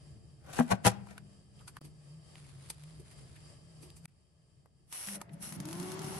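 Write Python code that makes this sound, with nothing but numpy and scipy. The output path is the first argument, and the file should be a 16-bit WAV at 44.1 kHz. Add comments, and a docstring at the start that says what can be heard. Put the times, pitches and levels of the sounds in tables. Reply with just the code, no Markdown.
"""An air fryer on a kitchen counter, close by: its basket scrapes in, catches twice and seats with a clunk.
Basket and housing are sets of fading tones set off by knocks and by uneven rubbing noise.
Fingers tap and rub the temperature knob, then wind the clockwork timer, which rasps and ticks.
The motor starts to hum, and its nine-blade fan runs up to a steady whir of blade tones and air noise.
Behind it lie a rumble, a drone and a thin hiss that step in level."""
import sys
import numpy as np
from scipy import signal
from scipy.fft import rfft, irfft, next_fast_len
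from scipy.io import wavfile
from scipy.ndimage import map_coordinates

SR = 44100
rng = np.random.default_rng(int(sys.argv[2]) if len(sys.argv) > 2 else 0)


def put_to_file(sound):
    """Save the sound as 16-bit audio at rate SR, in the file named by the first command-line argument."""
    columns = np.atleast_2d(sound).T  # one column per channel
    safe = np.clip(columns, -1, 1)
    whole_steps = np.round(safe * 32767)
    wavfile.write(sys.argv[1], SR, whole_steps.astype(np.int16))


N = 272979  # length in samples
TOP_HZ = 15800  # upper limit of the sound

# basket hitting its guides and latch: (t/s, ring level/dB, thud level/dB, dull above f/Hz)
BASKET_KNOCKS = [(0.5891, -29.5, -24.5, 1800), (.599, -36.5, -27.5, 1800), (0.6066, -32.5, -23.5, 1900),
                 (0.7055, -46, -39, 4000), (0.7161, -39.5, -33.5, 5000), (.722, -37.5, -27, 3000),
                 (0.733, -38.5, -30, 1800), (0.849, -39, -29, 7000), (0.855, -32.5, -25.5, 7000),
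                 (0.861, -25.5, -25, 6000), (0.8693, -23, -21, 8000), (.876, -27.5, -27, 7000)]
# basket rubbing along the guides; rise and fall are times for 60 dB:
# (peak t/s, shudder level/dB, rasp level/dB, rise t/s, fall t/s)
BASKET_SCRAPES = [(0.485, -56.5, -69.5, 0.16, 0.5), (0.535, -50.5, -52.5, 0.042, 0.21),
                  (.598, -43.5, -46.5, 0.28, 0.16), (0.717, -29.5, -39, 0.085, 0.09),
                  (0.854, -27, -29, 0.033, 0.076), (0.868, -27, -22.5, 0.03, 0.073),
                  (0.907, -49.5, -57, 0.15, 0.18), (1.114, -57, -63, 0.24, 0.22)]
# colour of plastic rubbing on metal: (f/Hz, level/dB)
RASP_COLOUR = [(500, -18), (1200, -5.5), (2000, -1), (3000, -3), (4000, -7.5), (5200, -5), (6300, -8.5),
               (7700, -4.5), (9300, -5), (11600, -8.5), (13500, -41)]
KNOCK_LOW_HZ = 85  # the knocks carry little below this


def basket(grit_db=3, judder_db=2, thud_db=9.5):
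    """Knocks and stick-slip shudder ring the basket, differently each time; the rubbing also rasps directly."""
    now, knocks, rubbing, rasp = clock(), np.zeros((2, N)), 0, 0
    for s, ring_db, dense_db, dull_hz in BASKET_KNOCKS:
        blow = amp(ring_db) * ring() + amp(dense_db) * thud()
        band = (KNOCK_LOW_HZ, min(dull_hz, TOP_HZ))
        b, a = signal.butter(2, band, 'bandpass', fs=SR)
        add(knocks, s, signal.lfilter(b, a, blow))
    # fine grit and slower judder make the rubbing uneven
    slips = unit(amp(grit_db * wobble(900) + judder_db * wobble(150)))
    force = slips * rng.standard_normal(N)
    for s, shudder_db, rasp_db, rise, fall in BASKET_SCRAPES:
        push = fade(abs(now - s), np.where(now < s, rise, fall))
        body = ring() + amp(thud_db) * thud()
        body = body / np.linalg.norm(body.mean(0))
        shudder = signal.oaconvolve((push * force)[None], body, axes=1)[:, :N]
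        rubbing = rubbing + amp(shudder_db) * shudder
        rasp = rasp + amp(rasp_db) * push
    rasp_noise = boxed(noise(RASP_COLOUR, -1.2), t60=0.055, wet_db=-1)
    return pan(5.5) * (knocks + rubbing) + pan(2) * rasp * slips * rasp_noise


# modes of the basket in its housing: (f/Hz, level/dB, 60 dB decay t/s)
BASKET_MODES = [(368, -8, .06), (500, -4, .09), (560, -11, .06), (625, -5, .08), (676, 0, .06),
                (796, 4, .06), (977, -3, .07), (1092, -12, .06), (1342, -13, .06), (1520, -13, .07),
                (1581, -11, .07), (1790, -19, .06), (1924, -16, .07), (2065, -20, .06), (2482, -15, .08),
                (2770, -20, .06), (2950, -17, .05), (3260, -18, .05), (4170, -21, .06)]


def ring(spread=0.88, vary_db=2, detune=0.0024):
    """The basket's answer to one blow: its modes shift with each blow and differ in phase left and right."""
    t, out = clock()[:SR // 5], 0
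    for hz, db, t60 in BASKET_MODES:
        level = amp(db + vary_db * rng.standard_normal())
        cycles = hz * (1 + detune * rng.standard_normal()) * t + rng.random()
        side_phase = spread * rng.standard_normal((2, 1))
        out = out + level * fade(t, t60) * np.sin(2 * np.pi * cycles + side_phase)
    return out


# colour of the basket's dense, quickly damped modes: (f/Hz, level/dB)
THUD_COLOUR = [(30, -19.5), (90, -1), (250, 1.5), (350, -1.5), (470, -3.5), (620, 5), (1000, 0.5),
               (1700, -4), (2500, -11.5), (6000, -24.5), (12000, -42.5), (14000, -67.5)]


def thud(t60=0.025):
    """The basket's dense modes, which die at once, as a short burst of noise."""
    t = clock()[:SR // 5]
    return fade(t, t60) * noise(THUD_COLOUR, 0.081, size=len(t))


# hollow booms of the housing: (t/s, f/Hz, level/dB, swell t/s, 60 dB decay t/s)
HOUSING_BOOMS = [(0.587, 240.3, -17.5, 0.02, 0.11), (0.591, 162.5, -22.5, 0.0054, 0.13),
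                 (.708, 190.7, -26, 0.034, 0.057), (.718, 120, -26.5, 0.018, .06),
                 (0.859, 192.3, -19, 0.019, 0.069), (0.857, 116.7, -19.5, 0.0086, 0.13)]
LINGER_HZ, LINGER_DB, LINGER_T60 = 199.4, -48.5, 2.5  # the shell rings on after the basket seats; T60 in s


def housing(lag_s=.0005):
    """Clunks make the hollow housing boom, reaching the left side first; the last leaves it ringing faintly."""
    out = np.zeros((2, N))
    t = np.maximum(clock()[:SR] + lag_s * np.array([[.5], [-.5]]), 0)
    for s, hz, db, swell, t60 in HOUSING_BOOMS:
        shape = np.minimum(t / swell, 1) * fade(np.maximum(t - swell, 0), t60)
        add(out, s, amp(db) * shape * np.sin(2 * np.pi * hz * t))
    linger = amp(LINGER_DB) * fade(t, LINGER_T60) * np.sin(2 * np.pi * LINGER_HZ * t)
    add(out, HOUSING_BOOMS[-1][0], linger)
    return pan(5.5) * out


# fingers on handle and knobs: (t/s, click level/dB, knock f/Hz, knock level/dB, 60 dB decay t/s)
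FINGER_TAPS = [(1.071, -64, 812, -52, 0.03), (1.180, -50, 1590, -43.5, 0.016),
               (1.593, -72, 2980, -66, 0.06), (1.61, -70.5, 1200, -63, 0.092),
               (1.68, -47.5, 1280, -53.5, 0.061), (1.7687, -51, 1146, -43.5, 0.018),
               (1.815, -63, 300, -47, 0.012), (1.85, -57.5, 284, -54.5, 0.12),
               (2.356, -65, 2430, -50.5, 0.01), (2.448, -70, 2240, -66, 0.065),
               (2.702, -37, 402, -53, 0.034), (2.837, -57, 3000, -57, 0.019), (2.999, -62, 373, -51, 0.1),
               (3.116, -62, 1986, -67, 0.093), (3.363, -64.5, 2350, -59, 0.07),
               (3.83, -57.5, 360, -54, 0.2), (3.903, -56, 3630, -57.5, 0.011),
               (3.967, -61, 8400, -60.5, 0.1), (4.056, -45, 1598, -49, 0.011),
               (4.659, -72, 674, -58.5, 0.019), (5.087, -45, 1940, -44.5, 0.031),
               (5.2152, -42, 940, -46, 0.016), (5.2938, -80, 2030, -59.5, .03)]
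# colour of the bright click: (f/Hz, level/dB)
CLICK_COLOUR = [(350, -1), (600, -5), (900, 9.5), (1700, -4), (2400, 6), (4000, 1), (4840, 8.5), (5400, -2),
                (6150, 6), (6900, -2), (9000, 12), (10300, 4), (11400, 12), (12200, -31), (13200, -18),
                (15000, -23)]


def taps(skirt_db=-13, brush_db=-21, brush_t60=0.12, swell=0.3, lead=.05):
    """A finger brushes the plastic and lands: a bright click over a dull knock; long ones swell more slowly."""
    out, t = np.zeros((2, N)), clock()[:SR // 5] - lead
    for s, click_db, hz, knock_db, t60 in FINGER_TAPS:
        skirt = skirt_db * np.sqrt(t60 / 0.027)  # a longer ring is a narrower one
        colour = [(hz / 8, 1.5 * skirt), (hz / 2.4, skirt), (hz, 0), (hz * 2, skirt), (hz * 8, 4 * skirt)]
        knock = noise(colour, -4, size=len(t))
        click = noise(CLICK_COLOUR, -1.6, size=len(t))
        landing = fade(abs(t), np.where(t < 0, swell * t60, t60))
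        brush = amp(brush_db) * fade(abs(t), brush_t60)
        add(out, s - lead, (landing + brush) * (amp(click_db) * click + amp(knock_db) * knock))
    return out


# fingers rubbing round the temperature knob: (start t/s, end t/s, level/dB, swell in dB per s)
KNOB_STROKES = [(2.37, 2.68, -69, 2), (2.74, 2.95, -71.5, 6), (3.08, 3.42, -66.5, -11)]
# colour of skin on plastic: (f/Hz, level/dB)
RUB_COLOUR = [(470, -21), (800, 0), (4380, -2.5), (4790, -8), (6890, -7), (9570, -5), (11100, -2),
              (12000, -40), (15600, -48), (22000, -120)]
# resonances of the knob's ridges: (f/Hz, width f/Hz, level/dB)
KNOB_RIDGES = [(2300, 300, -0.5), (2940, 150, -4), (6050, 300, 0), (9100, 210, 5), (9550, 180, 9)]
RUB_RISE_S, RUB_FALL_S = .3, 0.48  # times for 60 dB


def knob(grit_db=3, catch_db=2):
    """Fingertips rub unevenly as they turn the temperature knob."""
    grain = unit(amp(grit_db * wobble(400) + catch_db * wobble(29.74)))
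    rub = bumps(noise(RUB_COLOUR, -0.57), KNOB_RIDGES)
    return turning(KNOB_STROKES, RUB_RISE_S, RUB_FALL_S) * grain * rub


# rasping of the timer: a finger touch, twists and the tail of a tick:
# (start t/s, end t/s, level/dB, swell in dB per s)
TIMER_RASPS = [(4.88, 4.9, -79.5, 202), (4.926, 5.16, -50, 10), (5.334, 5.34, -65, 0),
               (5.425, 5.562, -48, -70), (5.608, 5.63, -69, -100), (5.675, 5.94, -59.5, 13),
               (6.03, 6.19, -56, 15)]
# ticks of the timer ratchet: (t/s, tick level/dB, thump level/dB)
RATCHET_TICKS = [(4.9256, -32.5, -55), (5.072, -34, -50), (5.1325, -39, -46), (5.146, -42, -49),
                 (5.5235, -36, -43), (5.547, -47, -56), (5.6017, -35, -35), (5.6539, -36, -31),
                 (5.687, -37, -41), (5.71, -40, -52), (5.7285, -33, -40), (5.7523, -40, -41),
                 (5.7988, -35, -30), (5.8279, -37.5, -47), (5.9179, -35, -39), (5.9437, -44, -37),
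                 (5.9919, -36, -35), (6.0178, -37.5, -48), (6.0435, -38.5, -29.5), (6.065, -42, -33.5)]
# colour of the pawl's tick: (f/Hz, level/dB)
PAWL_COLOUR = [(500, -5), (1200, 5), (3000, 0.5), (4500, 1.5), (5400, 4.5), (9200, 2), (10900, 6),
               (12200, 0), (14000, -37)]
# colour of the rasping gear teeth: (f/Hz, level/dB)
GEAR_COLOUR = [(300, -12), (800, -6), (2000, -5.5), (3000, -9.5), (3700, -9.5), (5600, -8.5), (7000, -10.5),
               (9000, -5), (10400, -0.5), (11400, -3), (12200, -9), (13500, -41.5)]
# resonances of the clockwork's plates and spring: (f/Hz, width f/Hz, level/dB)
CLOCKWORK_RINGS = [(2906, 190, 8), (5350, 160, 8.5), (5880, 150, 8), (7800, 120, 7), (8450, 230, 7),
                   (8980, 110, 6), (9100, 100, 4), (10600, 210, 8), (11030, 280, 6)]
RASP_RISE_S, RASP_FALL_S = 0.061, 0.065  # times for 60 dB
THUMP_HZ, THUMP_RISE_S, THUMP_T60 = 165.5, 0.0059, .11  # each tick jolts the hollow housing, near this pitch


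def timer(catch_db=5, catch_s=0.0015, crest_db=7, tick_t60=0.028, snap_db=2, snap_t60=0.0023):
    """Gear teeth rasp, softer as the pawl rides up; then it snaps over with a tick and a thump."""
    now, t = clock(), clock()[:SR // 6]
    teeth = boxed(bumps(noise(GEAR_COLOUR, 0), CLOCKWORK_RINGS), t60=0.11, wet_db=0)
    grain = unit(amp(1.6 * wobble(700) + .5 * wobble(110)))
    # the rasp sinks just before each tick
    riding = sum(np.exp(-((now - row[0] + catch_s) / catch_s) ** 2) for row in RATCHET_TICKS)
    out = turning(TIMER_RASPS, RASP_RISE_S, RASP_FALL_S) * amp(-catch_db * riding) * grain * teeth
    tick = np.minimum(t / .0004, 1) * (fade(t, tick_t60) + amp(snap_db) * fade(t, snap_t60))
    jolt = np.minimum(t / THUMP_RISE_S, 1) * fade(t, THUMP_T60)
    for s, db, thump_db in RATCHET_TICKS:
        add(out, s, amp(db - crest_db) * tick * noise(PAWL_COLOUR, -2.7, size=len(t)))
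        thump_hz = THUMP_HZ * (1 + 0.083 * rng.standard_normal())
        add(out, s, amp(thump_db) * jolt * np.sin(2 * np.pi * thump_hz * t))
    return pan(1.0) * out


# the timer's switch snaps, then the knob springs back: (t/s, level/dB, struck part f/Hz, 60 dB decay t/s)
SWITCH_SNAPS = [(5.0864, -35, 1920, 0.0076), (5.207, -51, 1330, 0.021), (5.2147, -37, 1230, 0.0053),
                (5.218, -39.5, 940, 0.017)]


def switch(upper=1.33, upper_db=-4, crack_db=-9, crack_t60=0.0061):
    """Small stiff parts snap home: two quickly damped modes under a short crack."""
    out, t = np.zeros((2, N)), clock()[:SR // 12]
    for s, db, hz, t60 in SWITCH_SNAPS:
        modes = np.sin(2 * np.pi * hz * t) + amp(upper_db) * np.sin(2 * np.pi * upper * hz * t)
        crack = amp(crack_db) * fade(t, crack_t60) * noise(PAWL_COLOUR, -1.5, size=len(t))
        add(out, s, amp(db) * (modes * fade(t, t60) + crack))
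    return out


# tones of the turning fan: (multiple of the shaft speed, level/dB)
FAN_ORDERS = [(7, -17), (8, -18), (9, -1), (16, -37), (18, -12.5), (20, -21), (24, -21), (27, -16)]
# how the housing passes the blade tone: (f/Hz, level/dB)
BLADE_TONE_PATH = [(60, -38.5), (120, -16), (150, -6.5), (200, -6), (225, -7), (262, -25), (285, -9),
                   (304, 2), (345, -0.5), (372, 1), (390, -4.5)]
# magnetic hum of the motor: (f/Hz, level/dB)
MAINS_HUM = [(100, -23), (200, -2.5), (300, -22), (400, -28)]
# panels set ringing by the motor: (f/Hz, width f/Hz, level/dB)
PANEL_RINGS = [(572, 62, 15.5), (677.5, 15, 18.5), (830, 39, 11), (920, 29, 2)]
# colour of the air in the cooking chamber: (f/Hz, level/dB)
CHAMBER_COLOUR = [(40, -38), (85, -11), (130, -6), (168, 3), (205, -4.5), (240, -14), (320, -13),
                  (420, -22.5), (900, -53), (3000, -100)]
# colour of the air leaving the vent: (f/Hz, level/dB)
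VENT_COLOUR = [(150, -43), (330, 14), (480, -5.5), (600, -1.5), (950, 2.5), (1500, -5), (3000, -10),
               (6000, -12.5), (12000, -20), (14000, -68)]
BLADE_DB = -46.5  # blade tones before the housing shapes them
FULL_BLADE_HZ = 385  # blades passing per second at full speed


def fan(flutter_db=2, jitter=0.0059):
    """The motor soon hums; blade tones, broken up by eddies, and air noise follow the fan's speed."""
    speed = fan_speed()
    blade_hz = FULL_BLADE_HZ * speed
    tone = amp(BLADE_DB + along(BLADE_TONE_PATH, blade_hz)) * (speed > 0)
    turns = np.cumsum(blade_hz * (1 + jitter * wobble(30))) / SR / 9  # nine blades per shaft turn
    tones = 0
    for k, db in FAN_ORDERS:
        # the high orders only sing near full speed, and differ in phase left and right
        high = k > 10
        phase = rng.random() + high * 0.412 * rng.standard_normal((2, 1))
        eddies = 1 + .27 * (wobble(75) + 1j * wobble(75))
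        wave = np.imag(eddies * np.exp(2j * np.pi * (round(k) * turns + phase)))
        tones = tones + amp(db + flutter_db * wobble(16)) * speed ** (3 * high) * wave
    hum = 0
    for hz, db in MAINS_HUM:
        hum = hum + amp(db + 5 * wobble(20)) * np.sin(2 * np.pi * (hz * clock() + rng.random()))
    buzz_colour = [(200, -11.0), (350, 3.0), (500, 0.0), (1000, -4.0), (2000, -3.5), (6000, -38), (14000, -70)]
    buzz = amp(-10) * unit(bumps(noise(buzz_colour, -0.58), PANEL_RINGS))
    motor = np.sqrt(2) * (tone * tones + motor_current() * (hum + buzz))
    chamber = amp(-47.0 + 2.5 * wobble(25)) * speed ** 1.2 * noise(CHAMBER_COLOUR, -8.5)
    vent = amp(-49.5) * speed ** 3.34 * boxed(noise(VENT_COLOUR, -0.63), t60=0.16, wet_db=0.0)
    return pan(2.4) * (motor + chamber + vent)


START_S, RUN_UP_S = 5.04, .78  # start of the fan's run-up; time scale of the run-up
DRAG_BEND, SETTLE = 0.94, 10  # drag bends the climb (1 = straight); sharpness of its levelling off


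def fan_speed():
    """Share of full speed: the motor accelerates almost evenly, then levels off."""
    climb = (np.maximum(clock() - START_S, 0) / RUN_UP_S) ** DRAG_BEND
    return climb / (1 + climb ** SETTLE) ** (1 / SETTLE)


HUM_DB, SURGE_DB = -56, -47  # hum when running, and the extra under the starting current
HUM_DELAY_S, HUM_RISE_S = 0.0355, 0.035  # the hum's wait after the fan's start, and its time for 60 dB
# the surge peaks this long after the fan's start; rise and fall are times for 60 dB
SURGE_PEAK_S, SURGE_RISE_S, SURGE_FALL_S = 0.13, 0.28, 0.098


def motor_current():
    """Level of the hum: the starting current swells, then gives way to the steady running current."""
    peak = START_S + SURGE_PEAK_S
    surge = amp(SURGE_DB) * stroke(peak, peak, SURGE_RISE_S, SURGE_FALL_S)
    return (surge + amp(HUM_DB)) * stroke(START_S + HUM_DELAY_S, N / SR, HUM_RISE_S, HUM_RISE_S)


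# how fast the room's echo dies: (f/Hz, 60 dB decay t/s)
ROOM_DECAY = [(150, 0.96), (600, 0.54), (2500, 0.45), (10000, 0.066)]


def room(x):
    """The kitchen's hard walls answer with a noise-like tail; the treble dies first."""
    hz, t, z = signal.stft(rng.standard_normal((2, SR // 2)), SR, nperseg=256)
    tail = signal.istft(z * fade(t, along(ROOM_DECAY, hz)[:, None]), SR, nperseg=256)[1]
    return signal.fftconvolve(x, tail / np.linalg.norm(tail[0]), axes=1)[:, :N]


# steps in the background's level: (from t/s, rumble level/dB, hiss level/dB, drone level/dB)
BACKGROUND_STEPS = [(0, -58.5, -72, -68), (1.8, -58.5, -68.5, -59.5), (4.069, -68.5, -80.5, -79.5)]
# colour of the low rumble: (f/Hz, level/dB)
RUMBLE_COLOUR = [(20, -20), (45, -14.5), (65, 0), (100, -3), (140, 2), (180, -8), (250, -17), (350, -16),
                 (480, -29.5), (700, -27), (1500, -72)]
# colour of the hiss: (f/Hz, level/dB)
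HISS_COLOUR = [(300, 4.5), (600, 7.5), (1000, 3.5), (2000, -2), (3000, -0.5), (4000, -6), (5400, 1.5),
               (6700, -5.5), (8000, 1.5), (9500, 0.5), (10900, -4.5), (11800, -29.5), (14000, -41)]
# narrow whistles in the hiss: (f/Hz, width f/Hz, level/dB)
HISS_WHISTLES = [(3100, 70, 5.5), (3120, 64, 4), (3830, 75, 3.5), (4690, 110, 7), (4830, 70, 14.5),
                 (7430, 190, 6)]
WHISTLE_HZ, WHISTLE_DB = 4880, -14  # centre of the strongest thin whistle; its mean level against the hiss


def kitchen(drone_hz=150, waver_db=5.5, waver_hz=7):
    """Low rumble, a wavering drone, a faint whine of steady pitch and a thin whistling hiss."""
    starts, *levels = np.transpose(BACKGROUND_STEPS)
    step = np.searchsorted(starts[1:], clock())
    rumble_db, hiss_db, drone_db = np.array(levels)[:, step]
    whine = amp(-18.5 + 0.84 * wobble(7.6)) * np.sin(2 * np.pi * 446 * clock())
    rumble = amp(rumble_db + 2.1 * wobble(7.4)) * (noise(RUMBLE_COLOUR, -5.5) + whine)
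    drone_wave = unit(np.sin(2 * np.pi * np.cumsum(drone_hz + waver_hz * wobble(12)) / SR))
    drone = amp(drone_db + waver_db * wobble(12)) * drone_wave
    whistle_wave = np.sin(2 * np.pi * np.cumsum(WHISTLE_HZ + 32 * wobble(120)) / SR)
    whistle = amp(WHISTLE_DB + 3 * wobble(40)) * whistle_wave
    hiss = boxed(bumps(noise(HISS_COLOUR, -1.3), HISS_WHISTLES), t60=0.037, wet_db=-0.5) + whistle
    return pan(1) * (rumble + drone + amp(hiss_db + 2.4 * wobble(10)) * hiss)


def amp(db):
    """Decibels to gain."""
    return 10 ** (np.asarray(db) / 20)


def unit(x):
    """Scale to rms 1."""
    return x / np.sqrt(np.mean(x ** 2) + 1e-20)


def clock():
    """The time of each sample, in seconds."""
    return np.arange(N) / SR


def along(points, hz):
    """Read a curve of (Hz, value) points on a log frequency axis."""
    f, v = np.transpose(points)
    return np.interp(np.log(hz + 1), np.log(f + 1), v)


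def wobble(rate):
    """A smooth random curve, rate knots a second."""
    return map_coordinates(rng.standard_normal(int(N * rate / SR) + 4), [clock() * rate], order=2)


def filtered(x, response):
    """Shape a sound by a gain that depends on frequency."""
    n = x.shape[-1]
    m = next_fast_len(n + 8192)
    return irfft(rfft(x, m) * response(np.fft.rfftfreq(m, 1 / SR)), m)[..., :n]


def pan(left_db):
    """Channel gains for a left-minus-right level."""
    return amp([[left_db / 2], [-left_db / 2]])


def noise(spectrum, side_db, size=N):
    """Coloured stereo noise whose centre has rms 1."""
    mid, side = filtered(rng.standard_normal((2, size)), lambda hz: amp(along(spectrum, hz)))
    return unit(mid) + np.array([[1], [-1]]) * amp(side_db) * unit(side)


def fade(t, t60):
    """Exponential decay, 60 dB in t60."""
    return np.exp(-np.log(1000) * t / t60)


def add(track, s, sound):
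    """Mix a short sound in at time s."""
    part = track[:, round(s * SR):][:, :sound.shape[-1]]
    part += sound[..., :part.shape[1]]


def bumps(x, peaks):
    """Raise (or lower) a sound around each (Hz, width, dB) resonance."""
    def response(hz):
        return amp(sum(db / (1 + (2 * (hz - centre) / width) ** 2) for centre, width, db in peaks))
    return filtered(x, response)


def boxed(x, t60, wet_db):
    """Many quick reflections between hard surfaces give a sound a fine fixed comb."""
    t = clock()[:SR // 8]
    echoes = rng.standard_normal((2, len(t))) * fade(t, t60)
    echoes *= amp(wet_db) / np.linalg.norm(echoes[0])
    return unit(x + signal.fftconvolve(x, echoes, axes=1)[:, :N]) * np.std(x)


def stroke(start, end, rise, fall):
    """Attack, hold from start to end, release; rise and fall are times for 60 dB."""
    now = clock()
    return fade(np.maximum(start - now, 0), rise) * fade(np.maximum(now - end, 0), fall)


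def turning(rows, rise, fall):
    """Level of rubbing or rasping in strokes, each of which swells, sags or holds steadily."""
    level = 0
    for start, end, db, swell in rows:
        held = np.clip(clock(), start, end) - start
        level = level + amp(db + swell * held) * stroke(start, end, rise, fall)
    return level


FRYER_ROOM_DB, BOOM_ROOM_DB = -24, -21.5  # echo of the fryer's sounds, and of its low booms


def scene():
    """The fryer, its echo and the kitchen around it."""
    fryer = basket() + taps() + knob() + timer() + switch() + fan()
    booms = housing()
    echo = room(amp(FRYER_ROOM_DB) * fryer + amp(BOOM_ROOM_DB) * booms)
    return fryer + booms + echo + kitchen()


DIP_HALF_S, DIP_DB = 0.0086, -45  # half-length and depth of each dip


def record(dry):
    """The level dips briefly at each step of the background; nothing above the upper limit is kept."""
    dips = sum(np.exp(-((clock() - row[0]) / DIP_HALF_S) ** 4) for row in BACKGROUND_STEPS[1:])
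    return filtered(dry * amp(DIP_DB * dips), lambda hz: hz < TOP_HZ)


dry = scene()
out = record(dry)
put_to_file(out)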